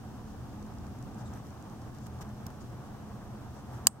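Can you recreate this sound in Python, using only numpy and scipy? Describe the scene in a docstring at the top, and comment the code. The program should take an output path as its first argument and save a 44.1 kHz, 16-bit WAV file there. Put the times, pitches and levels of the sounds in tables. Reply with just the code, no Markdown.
"""A quiet garden, heard from a hand-held camera. From the start, distant traffic and wind rumble under
the wavering hum of far machinery and a faint hiss. The focus motor soon begins to tick and whirr.
A bird chips once at 1.25 s, then fingers brush the housing and three light clicks excite its resonances.
Near the end one sharp click drives the recorder's limiter, which ducks the whole background."""
import sys
import numpy as np
from scipy import signal
from scipy.fft import rfft, irfft
from scipy.io import wavfile

SR = 44100
rng = np.random.default_rng(int(sys.argv[2]) if len(sys.argv) > 2 else 0)


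def master(y):
    """Save y as 16-bit WAV."""
    cut = np.clip(np.atleast_2d(y).T, -1, 1)
    pcm = np.round(cut * 32767)  # scale
    wavfile.write(sys.argv[1], SR, pcm.astype(np.int16))


N = 176400  # 4 s

# Clicks on the housing. Each row: start and length in seconds; body peak and thump level before panning,
# in dB; left minus right in dB; gains of sizzle, lens barrel and direct snap on the crack, in dB.
HOUSING_CLICKS = [(2.067, 0.0024, -42.5, -55, -6, -8, -15, -6), (2.465, 0.0038, -32.5, -32, -3, 7, 3, -10),
                  (2.503, 0.0017, -47, -48, 4, -10, -8, -4),
                  (3.8697, 0.0015, 7, -50, -1.5, -24.5, -25, -31)]
# Housing resonances. Each row: frequency in Hz, bandwidth in Hz, left gain in dB, right gain in dB.
HOUSING_MODES = [(490, 160, -20.5, -11.5), (935, 110, -26.5, -16), (1190, 160, -14, -9),
                 (1630, 270, -9, -8), (3025, 380, -16, -8.5), (5060, 700, -2.5, -5), (6550, 480, -9.5, -6),
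                 (7280, 590, 1.5, -2), (8250, 510, -2.5, -1.5), (9480, 230, -17.5, -18),
                 (11200, 500, -24, -17.5), (11870, 400, -19, -13), (13100, 380, -18, -12),
                 (14800, 660, -22.5, -14.5)]
# Single steps of the focus motor. Each row: start in seconds, level in dB.
FOCUS_STEPS = [(.627, -55.5), (.665, -60), (.738, -59), (0.785, -57), (0.868, -58), (.988, -58),
               (1.026, -55.5), (1.145, -57), (1.337, -55), (1.468, -59), (1.505, -58), (1.625, -57),
               (1.698, -57), (1.818, -57.5), (1.948, -58), (1.986, -56), (2.189, -62), (2.291, -62)]
# Short runs of the focus motor. Each row: start in seconds, length in seconds, level in dB.
FOCUS_RUNS = [(.26, .07, -71), (1.18, 0.049, -62.5), (1.245, 0.077, -68), (2.0, 0.085, -66.5),
              (2.603, 0.029, -62.5), (3.54, 0.068, -68)]
# Finger strokes on the housing. Each row: start in seconds, length in seconds, level in dB.
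FINGER_STROKES = [(1.32, 0.081, -61), (1.44, 0.055, -63), (2.058, 0.015, -57.5), (2.208, 0.024, -48),
                  (3.705, 0.082, -61)]
# Spectrum of finger friction. Each row: frequency in Hz, relative density in dB.
FRICTION_SPECTRUM = [(300, 11), (850, 6), (1850, 11), (2400, -4), (3100, 4), (4600, -1.5), (5700, 8.5),
                     (6600, 3), (8500, 1.5), (10800, -6), (13200, 3.5), (15800, -12)]
# The bird's note. Each row: start in seconds, length in seconds, level in dB.
BIRD_NOTES = [(1.252, .035, -62.5)]
# Hums of far machinery. Each row: frequency in Hz, width in Hz, level in dB before the drone's gain.
MACHINE_HUMS = [(82, 6.5, -56.5), (122, 6.5, -50), (210.9, 4.8, -52.5), (280.5, 3.5, -70),
                (727.5, 19, -65.5)]
# Spectrum of the low rumble. Each row: frequency in Hz, relative density in dB.
RUMBLE_SPECTRUM = [(20, -20), (30, -5), (41, -7.5), (54, -6), (85, 1.5), (108, -1), (134, -2), (152, -4),
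                   (178, -4), (235, -5.5), (310, -9), (430, -17), (700, -25.5), (1500, -66)]
# Slow swell of the drone, rumble and hums together. Each row: time in seconds, gain in dB.
DRONE_GAIN = [(0, -1), (.6, 0.5), (1.2, 1.5), (1.6, -1), (2.0, -0.5), (2.8, -1), (3.3, -1), (3.55, -2),
              (4, 0.5)]
# Spectrum of the midrange noise. Each row: frequency in Hz, relative density in dB.
MIDRANGE_SPECTRUM = [(200, -16), (450, -3.5), (620, -3), (790, 0.5), (980, -3.5), (1180, -4), (1400, -9),
                     (1620, -10.5), (2100, -20.5), (3200, -28), (6000, -58.5)]
# Level of the midrange noise: steady far traffic and wind, with brief swells where fingers brush
# the camera. Each row: time in seconds, level in dB.
MIDRANGE_LEVEL = [(0.0, -55), (0.07, -54.5), (1.2, -53), (1.38, -50), (1.44, -54), (2.18, -53.5),
                  (2.22, -47), (2.28, -54.5), (2.42, -54), (2.51, -47), (2.52, -53.5), (3.69, -53),
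                  (3.72, -50), (3.84, -51)]
# Spectrum of the hiss. Each row: frequency in Hz, relative density in dB.
HISS_SPECTRUM = [(1000, -1), (2200, -4), (2850, 0), (4400, -2.5), (5900, 0), (7400, -4.5), (8800, -4.5),
                 (10400, -10.5), (12500, -7), (15800, -11)]
# Likeness of the two channels. Each row: frequency in Hz, correlation from -1 to 1.
STEREO_CORRELATION = [(30, 0.77), (110, 0.86), (230, 0.84), (550, 0.58), (1100, 0.75), (1600, 0.46),
                      (2400, 0.071), (4000, -0.23), (7000, 0.051)]


def clicks():
    """Impulse response: a crack rings the housing, differently at each port, and nudges the camera."""
    ring_db, thump_hz = -38.5, 156  # the after-ring is relative to the body's peak
    out = 0
    for start, length, db, thump_db, pan_db, sizzle_db, barrel_db, snap_db in HOUSING_CLICKS:
        hit = crack(start, length)
        modes = sum(from_db([[left_db], [right_db]]) * resonate(hit, hz, width_hz)
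                    for hz, width_hz, left_db, right_db in HOUSING_MODES)
        sizzle = from_db(sizzle_db) * pan(-3) * resonate(hit, hz=12850, width_hz=300)
        # The lens barrel rings nearer the left microphone port.
        barrel = from_db(barrel_db) * pan(12.5) * resonate(hit, hz=5800, width_hz=560)
        body = peak_one(modes + sizzle + barrel + from_db(snap_db) * hit)
        fading_noise = burst(start, length, decay_s=0.04) * white_noise()
        ring = from_db(ring_db) * resonate(fading_noise, hz=8300, width_hz=450)
        nudge = np.sin(2 * np.pi * thump_hz * (seconds() - start))
        thump = from_db(thump_db) * burst(start, length, decay_s=0.0033) * nudge
        out = out + pan(pan_db) * (from_db(db) * (body + ring) - thump)
    return out


def crack(start, length):
    """Stick-slip friction: a few milliseconds of broadband excitation, then a gritty tail."""
    envelope = burst(start, length, decay_s=0.00072)
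    slip = envelope * white_noise()
    for _ in range(2):  # flatten the spectrum, then confine the pulse in time again
        flat = irfft(np.exp(1j * np.angle(rfft(slip))), N)
        slip = flat * np.sqrt(envelope)
    tail = from_db(-28.5) * burst(start, length, decay_s=0.004) * white_noise()
    return peak_one(slip) + tail


def focus_motor():
    """Forced vibration: the motor's steps and short runs sound through one broad resonance."""
    steps = sum(from_db(db) * burst(start, hold_s=0.0012, decay_s=0.00092) for start, db in FOCUS_STEPS)
    buzz = rms_one(noise_band(hz=5860, width_hz=3900))
    return pan(6) * buzz * (steps + swells(FOCUS_RUNS))


def fingers():
    """Sliding friction: each stroke on the housing gives a brief, grainy noise."""
    friction = coloured_noise(FRICTION_SPECTRUM)
    grain = from_db(2 * drift(rate_hz=380))
    return swells(FINGER_STROKES) * friction * grain


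def bird():
    """Harmonic bands: narrow noise and its octave make one faint, hoarse note."""
    note = sum(noise_band(hz=harmonic * 3800, width_hz=harmonic * 420) for harmonic in (1, 2))
    return rms_one(note) * swells(BIRD_NOTES)


def machinery():
    """Random modulation: far hums waver in level and phase on their way through the air."""
    out = 0
    for hz, width_hz, db in MACHINE_HUMS:
        carrier = np.exp(2j * np.pi * hz * seconds())
        wavers = [drift(width_hz) + 1j * drift(width_hz) for _ in range(2)]
        mid, side = (rms_one(np.real(carrier * waver)) for waver in wavers)
        out = out + from_db(db) * (mid + from_db(-16) * side * np.array([[1], [-1]]))
    return out


def drone():
    """Superposition: the low rumble of traffic and wind swells together with the machinery."""
    rumble = from_db(-45 + 0.4 * drift(rate_hz=13)) * coloured_noise(RUMBLE_SPECTRUM)
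    swell = from_db(np.interp(seconds(), *np.transpose(DRONE_GAIN)))
    return pan(-0.34) * swell * (rumble + machinery())


def midrange_noise():
    """Amplitude modulation: one noise carries steady far traffic and wind and brief finger brushes."""
    t, lag_s = seconds(), 0.00007  # it reaches the right side later
    level_db = np.interp(t, *np.transpose(MIDRANGE_LEVEL)) + 1.43 * drift(rate_hz=19.6)
    left, right = from_db(level_db) * coloured_noise(MIDRANGE_SPECTRUM)
    return np.array([left, np.interp(t - lag_s, t, right)])


def hiss():
    """Broadband noise: a thin hiss whose level barely flickers."""
    return from_db(-63 + 0.36 * drift(rate_hz=15)) * coloured_noise(HISS_SPECTRUM)


def coloured_noise(spectrum):
    """Partial correlation: stereo noise of a given spectrum and rms 1, most alike in the bass."""
    hz = np.arange(N // 2 + 1) * SR / N
    mid, side = rfft(white_noise())
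    alike = np.clip(at_hz(STEREO_CORRELATION, hz), -1, 1)
    pair = np.sqrt(1 + alike) * mid + np.sqrt(1 - alike) * side * np.array([[1], [-1]])
    rolloff = np.minimum(1, spectrum[-1][0] / (hz + 1)) ** 2  # above the last row
    return rms_one(irfft(pair * from_db(at_hz(spectrum, hz)) * rolloff, N))


def noise_band(hz, width_hz):
    """Filters in cascade: noise passes twice through the same resonance."""
    return resonate(resonate(white_noise(), hz, width_hz), hz, width_hz)


def white_noise():
    """Independent Gaussian noise on each side."""
    return rng.standard_normal((2, N))


def drift(rate_hz):
    """Low-pass noise: a random fluctuation of rms 1."""
    hz = np.arange(N // 2 + 1) * SR / N
    return rms_one(irfft(rfft(rng.standard_normal(N)) / (1 + (hz / rate_hz) ** 2), N))


def resonate(x, hz, width_hz):
    """A damped resonator with gain 1 at its peak."""
    radius = np.exp(-np.pi * width_hz / SR)
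    feedback = [1, -2 * radius * np.cos(2 * np.pi * hz / SR), radius ** 2]
    return signal.lfilter(np.array([1, 0, -1]) * (1 - radius ** 2) / 2, feedback, x + 1e-18)


def burst(start, hold_s, decay_s):
    """Exponential decay after a sudden onset and a hold."""
    age = seconds() - start
    return (age >= 0) * np.exp(-np.clip((age - hold_s) / decay_s, 0, 60))


def swells(rows):
    """Envelope of rounded strokes, each the square root of a half sine."""
    return sum(from_db(db) * np.sqrt(np.sin(np.pi * np.clip((seconds() - start) / length, 0, 1)).clip(0))
               for start, length, db in rows)


def at_hz(points, hz):
    """Interpolation on a log-frequency axis."""
    point_hz, value = np.transpose(points)
    return np.interp(np.log(hz + 1), np.log(point_hz), value)


def pan(db):
    """Stereo gains for a level difference, left minus right."""
    return from_db(np.array([[db], [-db]]) / 2)


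def from_db(db):
    """Decibels to amplitude ratio."""
    return 10 ** (np.asarray(db) / 20)


def rms_one(x):
    """Scale to rms 1."""
    return x / np.sqrt(np.mean(x ** 2) + 1e-20)


def peak_one(x):
    """Scale each channel to peak 1."""
    return x / np.abs(x).max(axis=1, keepdims=True)


def seconds():
    """Time of every sample."""
    return np.arange(N) / SR


def scene():
    """Superposition: the garden and the camera's own noises add at the microphone."""
    return drone() + midrange_noise() + hiss() + bird() + focus_motor() + fingers() + clicks()


def record(dry):
    """Peak limiting: the gain drops at once and recovers slowly; saturation and a low-pass follow."""
    threshold_db, release_db_per_s, ceiling, cutoff_hz = 0.86, 1, 0.9, 15900
    over_db = np.maximum(20 * np.log10(np.abs(dry).max(axis=0) + 1e-9) - threshold_db, 0)
    recovery_db = release_db_per_s * seconds()
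    limited = dry * from_db(recovery_db - np.maximum.accumulate(over_db + recovery_db))
    rounded = ceiling * np.tanh(limited / ceiling)
    return signal.sosfilt(signal.ellip(10, .1, 70, cutoff_hz, fs=SR, output="sos"), rounded)


dry = scene()
out = record(dry)
master(out)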